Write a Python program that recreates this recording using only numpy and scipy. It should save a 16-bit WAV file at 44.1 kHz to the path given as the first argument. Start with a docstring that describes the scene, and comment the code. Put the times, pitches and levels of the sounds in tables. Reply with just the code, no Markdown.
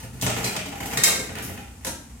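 """In a bare, echoing room with a low hum, mice scurry on the seed-strewn bottom of a glass tank.
One jumps onto a row of empty drink cans laid across the tank, scrabbles, flicks a free can and slips off.
The cans clack together and buzz; the mouse drops to the bottom, and one bumps the side pane.
Each blow is a chatter of tiny contacts that rings thin can walls or glass; claws add dense ticks."""
import sys
import numpy as np
from scipy import signal
from scipy.fft import rfft, irfft
from scipy.io import wavfile
from scipy.ndimage import uniform_filter1d

SR = 44100
rng = np.random.default_rng(int(sys.argv[2]) if len(sys.argv) > 2 else 0)


def dump(signal):
    """Clip the signal to [-1, 1] and save it as 16-bit WAV at the path in sys.argv[1]."""
    limited = np.clip(np.atleast_2d(signal).T, -1, 1)
    pcm = np.round(limited * 32767).astype(np.int16)
    wavfile.write(sys.argv[1], SR, pcm)


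N = 97020

# Left-right likeness. Each row: frequency in Hz, correlation.
STEREO_CORRELATION = [(60, 0.88), (170, 0.94), (350, 0.81), (700, 0.46), (1400, 0.078), (2800, 0.014),
                      (6000, -0.055), (14000, 0.051)]
# Ring of the glass tank. Each row: frequency in Hz, level in dB re the blow's band, t60 in seconds.
TANK_MODES = [(118.6, -8, 0.45), (182.4, -9.5, 0.29), (264.8, -14, 1), (435, -7.5, 0.78),
              (540.4, -19, 0.99), (809.5, -10, 0.24), (925, -13, 0.078)]
# Resonances of a can under paws, and of clacking cans. Each row: frequency in Hz, gain in dB.
PAWED_CAN_BODY = [(100, 5.5), (250, 2.5), (380, 1), (650, -2.5), (730, 1), (800, 5.5), (900, 0),
                  (1050, -2.5), (1300, 5), (1600, 4), (2000, 9.5), (2500, 8.5), (3200, 5.5), (3550, 2),
                  (4100, -0.5), (4550, -0.5), (5200, 0.5), (7000, 2), (8500, 2), (9600, -1), (11500, 5.5),
                  (16000, -5.5)]
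CLACKING_CAN_BODY = [(100, -23), (500, 1.5), (1000, -3), (1250, 5.5), (1400, -5), (1900, 4), (2150, 8.5),
                     (2400, 4), (2600, 4.5), (2800, 3), (2950, -20), (3130, 4), (3390, -11), (3660, 1),
                     (4170, 3), (4480, -8), (4680, 5), (4870, -3), (5080, 5), (5270, 3.5), (5430, -3),
                     (5680, 1.5), (5880, 7.5), (6000, -4), (6300, 6.5), (6580, -2), (6760, 0), (7000, 6),
                     (7250, 1), (7700, 4.5), (8150, 1), (8600, 3.5), (8950, -6), (9150, 0), (9550, 2),
                     (10080, -6), (10400, 1), (11300, -1), (16000, -9.5)]


def amp(db):
    return 10 ** (np.asarray(db) / 20)


def unit(x):
    """Scale to unit energy per channel, on average."""
    return x / np.sqrt(np.mean(np.sum(x ** 2, axis=-1)) + 1e-20)


def along(points, hz):
    """Read a table on a log-frequency axis."""
    p = np.array(points, float)
    return np.interp(np.log(hz + 1), np.log(p[:, 0]), p[:, 1])


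def bins_hz(size=N):
    return np.fft.rfftfreq(2 * size, 1 / SR)


def shape(x, gain):
    """Minimum-phase filter with the given gain per bin."""
    n = x.shape[-1]
    cepstrum = irfft(np.log(np.maximum(gain, 1e-5)))
    cepstrum[1:n] *= 2
    cepstrum[n + 1:] = 0
    return irfft(rfft(x, 2 * n) * np.exp(rfft(cepstrum)))[..., :n]


def whiten(x, smooth_hz=141):
    """Flatten the broad colour of a stereo response; keep its fine structure."""
    n = x.shape[-1]
    power = np.mean(np.abs(rfft(x, 2 * n)) ** 2, axis=0)
    smooth = uniform_filter1d(power, max(int(smooth_hz * 2 * n / SR), 1))
    return shape(x, (np.abs(smooth) / smooth.mean() + 1e-6) ** -.5)


def stereo_noise():
    """Two noises, alike in the bass, unrelated in the treble."""
    likeness = np.clip(along(STEREO_CORRELATION, bins_hz()), -1, 1)
    weights = np.sqrt([(1 + likeness) / 2, (1 - likeness) / 2])
    mid, side = rfft(rng.standard_normal((2, 2 * N))) * weights
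    return irfft(np.array([mid + side, mid - side]))[:, :N]


def excite(force, response):
    return signal.fftconvolve(np.atleast_2d(force), response, axes=1)[:, :N]


def room_response(direct_db=-28, early_db=-4, early_decay_s=0.006):
    """Direct sound alike in both channels, quick tank reflections, room tail; levels re the tail."""
    # Room decay. Each row: frequency in Hz, t60 in seconds.
    room_t60 = [(100, 0.27), (250, 0.68), (530, 0.27), (1400, 0.48), (3700, 0.49), (9700, 0.46),
                (16000, 0.32)]
    t, noise, tail = np.arange(N) / SR, rfft(stereo_noise(), 2 * N), 0
    centres_hz = np.geomspace(100, 16000, 8)
    for hz, pick in zip(centres_hz, np.eye(len(centres_hz))):
        band = irfft(noise * along(list(zip(centres_hz, pick)), bins_hz()))[:, :N]
        tail = tail + band * np.exp(-np.log(1000) * t / along(room_t60, hz))
    early = stereo_noise() * np.exp(-t / early_decay_s)
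    out = unit(tail) + amp(early_db) * unit(early)
    out[:, 0] += amp(direct_db)
    return unit(out)


def room_tone(air_db=-48, hum_db=-47.5):
    """Faint hiss and a wavering low hum."""
    # Colour of the room's air. Each row: frequency in Hz, gain in dB.
    air_colour = [(25, -20), (45, 1.5), (70, -4.5), (130, -2.5), (250, 2), (400, -30.5), (900, -13),
                  (2000, -35), (5000, -24), (8000, -19.5), (12000, -26.5), (16000, -46)]
    # Hum bands. Each row: centre in Hz, width in Hz, level in dB re hum_db.
    hum_bands = [(62, 8, 0), (86, 4, -2), (119, 6, -7)]
    out = amp(air_db) * unit(shape(stereo_noise(), amp(along(air_colour, bins_hz()))))
    for hz, width_hz, db in hum_bands:
        band = np.exp(-((bins_hz() - hz) / width_hz) ** 2)
        hum = irfft(rfft(rng.standard_normal(2 * N)) * band)[:N]
        out = out + amp(hum_db + db) * unit(hum)
    return out * np.sqrt(N)


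def ring(hz, t60_s, t, split_hz=20.7, rise_s=0.0029):
    """A decaying mode; thin walls split off two beating neighbours, weaker below 800 Hz."""
    likeness = np.clip(along(STEREO_CORRELATION, hz), -1, 1)
    lag_rad = np.arccos(likeness) / 2 * np.array([[1], [-1]])
    neighbour, wave = amp(-2) * min(hz / 800, 1) ** 2, 0
    for side, gain in ((0.012, 0.76), (-1.043, neighbour), (1, neighbour)):
        partial_hz = hz + side * split_hz * (.5 + rng.random())
        phase = 2 * np.pi * (partial_hz * t + rng.random())
        wave = wave + gain * np.sin(phase + rng.choice([-1, 1]) * lag_rad)
    return unit(wave * np.exp(-np.log(1000) * t / t60_s) * (1 - np.exp(-t / rise_s)))


def mode_clusters(hz, spread_db=2.8, spacing_hz=110, full_from_hz=3000):
    """Random gain curve: each struck spot favours its own clusters of wall modes."""
    knots_hz = np.arange(0, SR / 2, spacing_hz)
    ripple = np.interp(hz, knots_hz, rng.standard_normal(len(knots_hz)))
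    return amp(spread_db * np.minimum(hz / full_from_hz, 1) * ripple)


def strikes(blows, space, body, modes, contacts_per_s=2000, first_touch=0.15):
    """A touch and a dying chatter of contacts ring the body's modes and the struck spot's own note."""
    # Each row of blows: start in seconds, chatter decay in seconds, clink, clank, knock, thud and tick
    # band levels in dB, note in Hz, note level in dB. Levels are taken over 50 ms.
    # Each row of body: frequency in Hz, gain in dB.
    # Each row of modes: frequency in Hz, level in dB re the blow's band, t60 in seconds.
    # Edges in Hz of the thud, knock, clank, clink and tick bands.
    edges_hz = [70, 300, 1200, 3500, 8500, 17000]
    size = 2 ** 15
    out, t = np.zeros((2, N + size)), np.arange(size) / SR
    grid_hz = bins_hz(size)
    colour = amp(along(body, grid_hz))
    bands = [signal.butter(4, edge, "band", fs=SR, output="sos") for edge in zip(edges_hz, edges_hz[1:])]
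    for start_s, chatter_s, clink, clank, knock, thud, tick, note_hz, note_db in blows:
        contacts = rng.choice([-1, 1], size) * (rng.random(size) < contacts_per_s / SR)
        force = unit(contacts * np.exp(-t / chatter_s))
        force[0] += first_touch
        echoed = whiten(excite(force, space[:, :size])[:, :size])
        clatter = shape(echoed, colour * mode_clusters(grid_hz))
        levels_db = (thud, knock, clank, clink, tick)
        blow = sum(amp(db) * unit(signal.sosfilt(band, clatter)) for band, db in zip(bands, levels_db))
        blow += amp(note_db) * ring(note_hz, t60_s=0.56, t=t)
        for hz, db, t60_s in modes:
            band_db = levels_db[np.searchsorted(edges_hz, hz) - 1]
            blow += amp(db + band_db) * ring(hz, t60_s, t)
        i = int(start_s * SR)
        out[:, i:i + size] += blow * np.sqrt(SR / 20)
    return out[:, :N]


def scratching(space, body, level_curve, ticks_per_s=450, spread_db=4.5):
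    """Dense, uneven ticks through a body. Each row of level_curve: time in seconds, level in dB."""
    # Colour of scratching. Each row: frequency in Hz, gain in dB.
    scratch_colour = [(40, -15.5), (130, 7), (260, 6), (400, 6.5), (900, 1.5), (2100, -6), (3500, -7.5),
                      (7000, -6), (12000, -12), (16000, -8.5)]
    response = shape(whiten(space), amp(along(body, bins_hz()) + along(scratch_colour, bins_hz())))
    ticks = rng.standard_normal(N) * (rng.random(N) < ticks_per_s / SR)
    ticks *= amp(spread_db * np.minimum(rng.exponential(size=N), 2))
    envelope = amp(np.interp(np.arange(N) / SR, *np.array(level_curve).T))
    return excite(unit(ticks) * np.sqrt(N) * envelope, unit(response))


def floor_bumps(space):
    """Mice bump the tank's bottom and walls: seed rattles, glass rings."""
    # Bumps and the colour of seed on glass; columns as in strikes.
    bumps = [ (.000, 0.007, -49.5, -49, -57, -70, -52, 888, -51),
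             (.026, 0.0088, -53.5, -54, -78, -47, -56, 525, -53),
             (.034, 0.012, -55, -48, -49.5, -64, -54, 117.2, -38),
             (.130, 0.044, -54.5, -53.5, -55, -44, -55.5, 127, -39),
             (1.185, 0.031, -44, -56, -50.5, -36, -54, 416, -42.5),
             (1.292, 0.003, -63, -43.5, -44.5, -41.5, -66, 92.5, -41),
             (1.353, 0.00058, -51, -41, -51, -49, -50.5, 2160, -71),
             (1.364, 0.0054, -70, -42, -48, -42, -57, 2660, -50),
             (1.372, 0.021, -67, -38.5, -43, -43.5, -53, 1900, -50),
             (1.385, 0.0058, -47, -40.5, -52, -54, -68, 2680, -50),
             (1.423, 0.027, -42.5, -53, -53, -40.5, -37.5, 221, -45),
             (1.492, 0.0087, -60, -45.5, -44, -43, -48, 90, -37.5),
             (1.575, 0.0046, -56, -44, -50, -42.5, -63, 811, -45),
             (1.602, .006, -59, -52, -61, -55, -68, 2430, -53.5), ]
    seed_body = [(100, 17.5), (700, 15.5), (1100, -1.5), (1480, 1), (1620, -4), (1850, 2.5), (2150, -4.5),
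                 (2600, 0.5), (3350, -7.5), (4000, -3.5), (5000, -0.5), (5800, 1.5), (8000, -1.5),
                 (10000, 4.5), (13000, 2), (16000, -2)]
    return strikes(bumps, space, seed_body, TANK_MODES)


def claw_scrabble(space):
    """Claws scratch on metal and seed."""
    # Scratching effort. Each row: time in seconds, level in dB.
    effort = [(0, -67), (.13, -60), (.2, -42.5), (.3, -38.5), (.41, -28), (.52, -34.5), (.64, -42),
              (.75, -37), (.84, -36), (0.938, -26.5), (1.02, -30), (1.08, -39.5), (1.3, -45), (1.45, -39),
              (1.66, -52), (2.2, -53.5)]
    return scratching(space, PAWED_CAN_BODY, effort)


def paw_landings(space):
    """Paws land on the cans, ringing them and the tank beneath."""
    # Landings and the ring of a can damped by the mouse; columns as in strikes.
    landings = [ (.212, 0.0029, -34, -60, -56, -50, -43, 5940, -38),
                (.223, 0.022, -34, -34.5, -36.5, -31.5, -33, 121, -33),
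                (.264, 0.0037, -29, -33.5, -32, -32, -53, 119.3, -28.5),
                (.292, 0.034, -36, -33.5, -39, -41.5, -53, 615, -46),
                (.365, 0.0018, -42, -38.5, -37, -38.5, -49, 452, -40.5),
                (.550, 0.0069, -55, -42, -37.5, -47, -46, 626, -45),
                (.564, 0.0014, -33.5, -37.5, -62, -39.5, -51, 185, -36.5),
                (.588, 0.0086, -60, -36, -76, -59, -61, 2380, -40),
                (.657, 0.006, -44, -48, -44.5, -46, -52, 280, -37.5),
                (.724, 0.004, -51, -45.5, -44.5, -46, -69, 802, -38),
                (.805, 0.0051, -51, -42.5, -42.5, -42, -52, 797, -38.5),
                (.857, 0.0087, -41.5, -48, -47, -39, -40, 753, -48), ]
    damped_modes = [(621.6, -3.5, 0.69), (708, -7, 1), (819, -15, 0.45), (2540, -17, 0.4),
                    (2696, -18, 0.33), (4150, -26, 0.19), (6200, -22, 0.093)]
    return strikes(landings, space, PAWED_CAN_BODY, TANK_MODES + damped_modes)


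def claw_clicks(decay_s=0.001):
    """A claw tip snaps on metal or glass: a dry, fast-dying noise burst."""
    # Claw snaps. Each row: start in seconds, level in dB over 50 ms.
    snaps = [(.212, -48), (0.2236, -34), (.2655, -47), (.302, -37), (0.5641, -40), (0.9754, -40),
             (1.356, -49), (1.3646, -52), (1.386, -44), (1.849, -42)]
    # Colour of a click. Each row: frequency in Hz, gain in dB.
    click_body = [(200, -4), (1500, -9), (4000, 1), (8000, 1), (12000, -11.5), (16000, 3)]
    size = 2 ** 10
    out, t = np.zeros((2, N + size)), np.arange(size) / SR
    colour = amp(along(click_body, bins_hz(size)))
    for start_s, db in snaps:
        click = shape(rng.standard_normal((2, size)) * np.exp(-t / decay_s), colour)
        i = int(start_s * SR)
        out[:, i:i + size] += amp(db) * unit(click) * np.sqrt(SR / 20)
    return out[:, :N]


def can_flicks(space):
    """A paw flicks a free can, which rings brightly."""
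    # Flicks, the free can's resonances and its ring; columns as in strikes.
    flicks = [ (.4415, 0.0093, -30, -37, -46, -56, -38, 4094, -39),
              (.468, .014, -56, -41, -56, -48, -43, 2425, -40), ]
    free_can_body = [(100, 0), (700, -1), (1400, -3), (1720, -4), (1950, -8), (2120, -3), (2300, 6),
                     (2480, 16), (2680, -1), (2850, -2), (3380, 1), (3480, -16), (3600, -18), (3720, 0),
                     (3900, -6), (4110, 10.5), (4380, -4), (4560, -22), (4730, 8), (5080, 4), (5280, -8),
                     (5520, 7), (5850, 7), (6120, -2), (6300, 6), (6420, -10), (6600, -3), (7130, 4),
                     (7400, 2), (7950, 4), (8250, 2), (8850, 1), (9200, -3), (9450, 2), (10300, -1),
                     (11500, 2), (16000, -10)]
    free_can_modes = [(2330, -9, 0.47), (2620, -9, 0.78), (4150, -6, 0.27), (4818, -11, 0.35),
                      (5100, -18, 0.31), (6255, -14, 0.27)]
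    return strikes(flicks, space, free_can_body, free_can_modes)


def can_clacks(space):
    """Cans knock together; their thin walls and the tank ring."""
    # Collisions and the ring of the can walls; columns as in strikes.
    collisions = [ (.972, 0.00067, -29, -33.5, -39.5, -56, -34, 1856, -31),
                  (1.0357, 0.0044, -18, -26.5, -42, -50, -21, 3860, -42),
                  (1.076, 0.016, -45, -32, -37.5, -43, -28, 180.5, -37.5),
                  (1.120, 0.0056, -35.5, -42.5, -42, -49, -47, 521, -44), ]
    wall_modes = [(1575, -7, .75), (1857, -11, .5), (1890, -12, .45), (2159, -3.5, .66), (2600, -13, .5),
                  (2815, -15, .5), (3106, -15, .45), (3672, -12.5, .55), (3796, -13, .48), (3992, -14, .45),
                  (4068, -12.5, .52), (4230, -16, .5), (4651, -17, .55), (5076, -14.5, .48),
                  (5716, -14, .52), (5830, -17, .5), (6163, -16, .45), (6724, -20, .5), (6982, -17, .45),
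                  (7445, -17, .42), (7719, -13, .42), (8123, -19, .5), (9545, -19, .4), (10347, -20, .38)]
    return strikes(collisions, space, CLACKING_CAN_BODY, TANK_MODES + wall_modes)


def can_buzz(space):
    """The cans go on buzzing against each other after the clack."""
    # Buzz envelope. Each row: time in seconds, level in dB.
    buzz_curve = [(0, -90), (1.03, -80), (1.05, -27), (1.12, -33.5), (1.2, -36), (1.3, -49), (1.45, -70),
                  (2.2, -90)]
    return scratching(space, CLACKING_CAN_BODY, buzz_curve)


def pane_knocks(space):
    """A mouse bumps the side pane, which rings hollowly."""
    # Knocks, the pane's resonances and its ring; columns as in strikes.
    knocks = [ (1.847, .0051, -35.5, -40, -40.5, -53, -39.5, 908, -54),
              (1.866, .01, -33.5, -40, -39, -40, -39, 935, -42.5), ]
    pane_body = [(100, 12.5), (250, 17.5), (340, 16), (420, 8), (520, 17), (620, 15.5), (820, 7), (910, 14),
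                 (1020, 7), (1180, 0), (1330, 9), (1450, 3), (1590, 11), (1830, 5), (1950, 6), (2500, 3),
                 (4000, -2.5), (5000, -1.5), (6200, 4), (8000, -1.5), (10000, 6.5), (13000, 3), (16000, -6)]
    pane_modes = [(190.7, -3, 0.38), (525, -8, 0.55), (707, -16, 0.69), (1421, -15, 0.41), (1630, -16, .35),
                  (1943, -12, 0.36)]
    return strikes(knocks, space, pane_body, pane_modes)


def scene():
    space = room_response()
    cans = paw_landings(space) + can_flicks(space) + can_clacks(space)
    glass = floor_bumps(space) + pane_knocks(space)
    claws = claw_scrabble(space) + claw_clicks()
    return cans + glass + claws + can_buzz(space) + room_tone()


def record(dry, left_treble_db=2.275, ceiling=.8, top_hz=15950):
    """The left microphone is a little brighter; peaks are rounded and the top is cut."""
    lean_db = along([(4000, 0), (13000, left_treble_db)], bins_hz())
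    tilted = irfft(rfft(dry, 2 * N) * amp(np.array([lean_db, -lean_db]) / 2))[:, :N]
    rounded = tilted / (1 + (tilted / ceiling) ** 8) ** (1 / 8)
    return signal.sosfilt(signal.ellip(8, .2, 70, top_hz, fs=SR, output="sos"), rounded)


dry = scene()
out = record(dry)
dump(out)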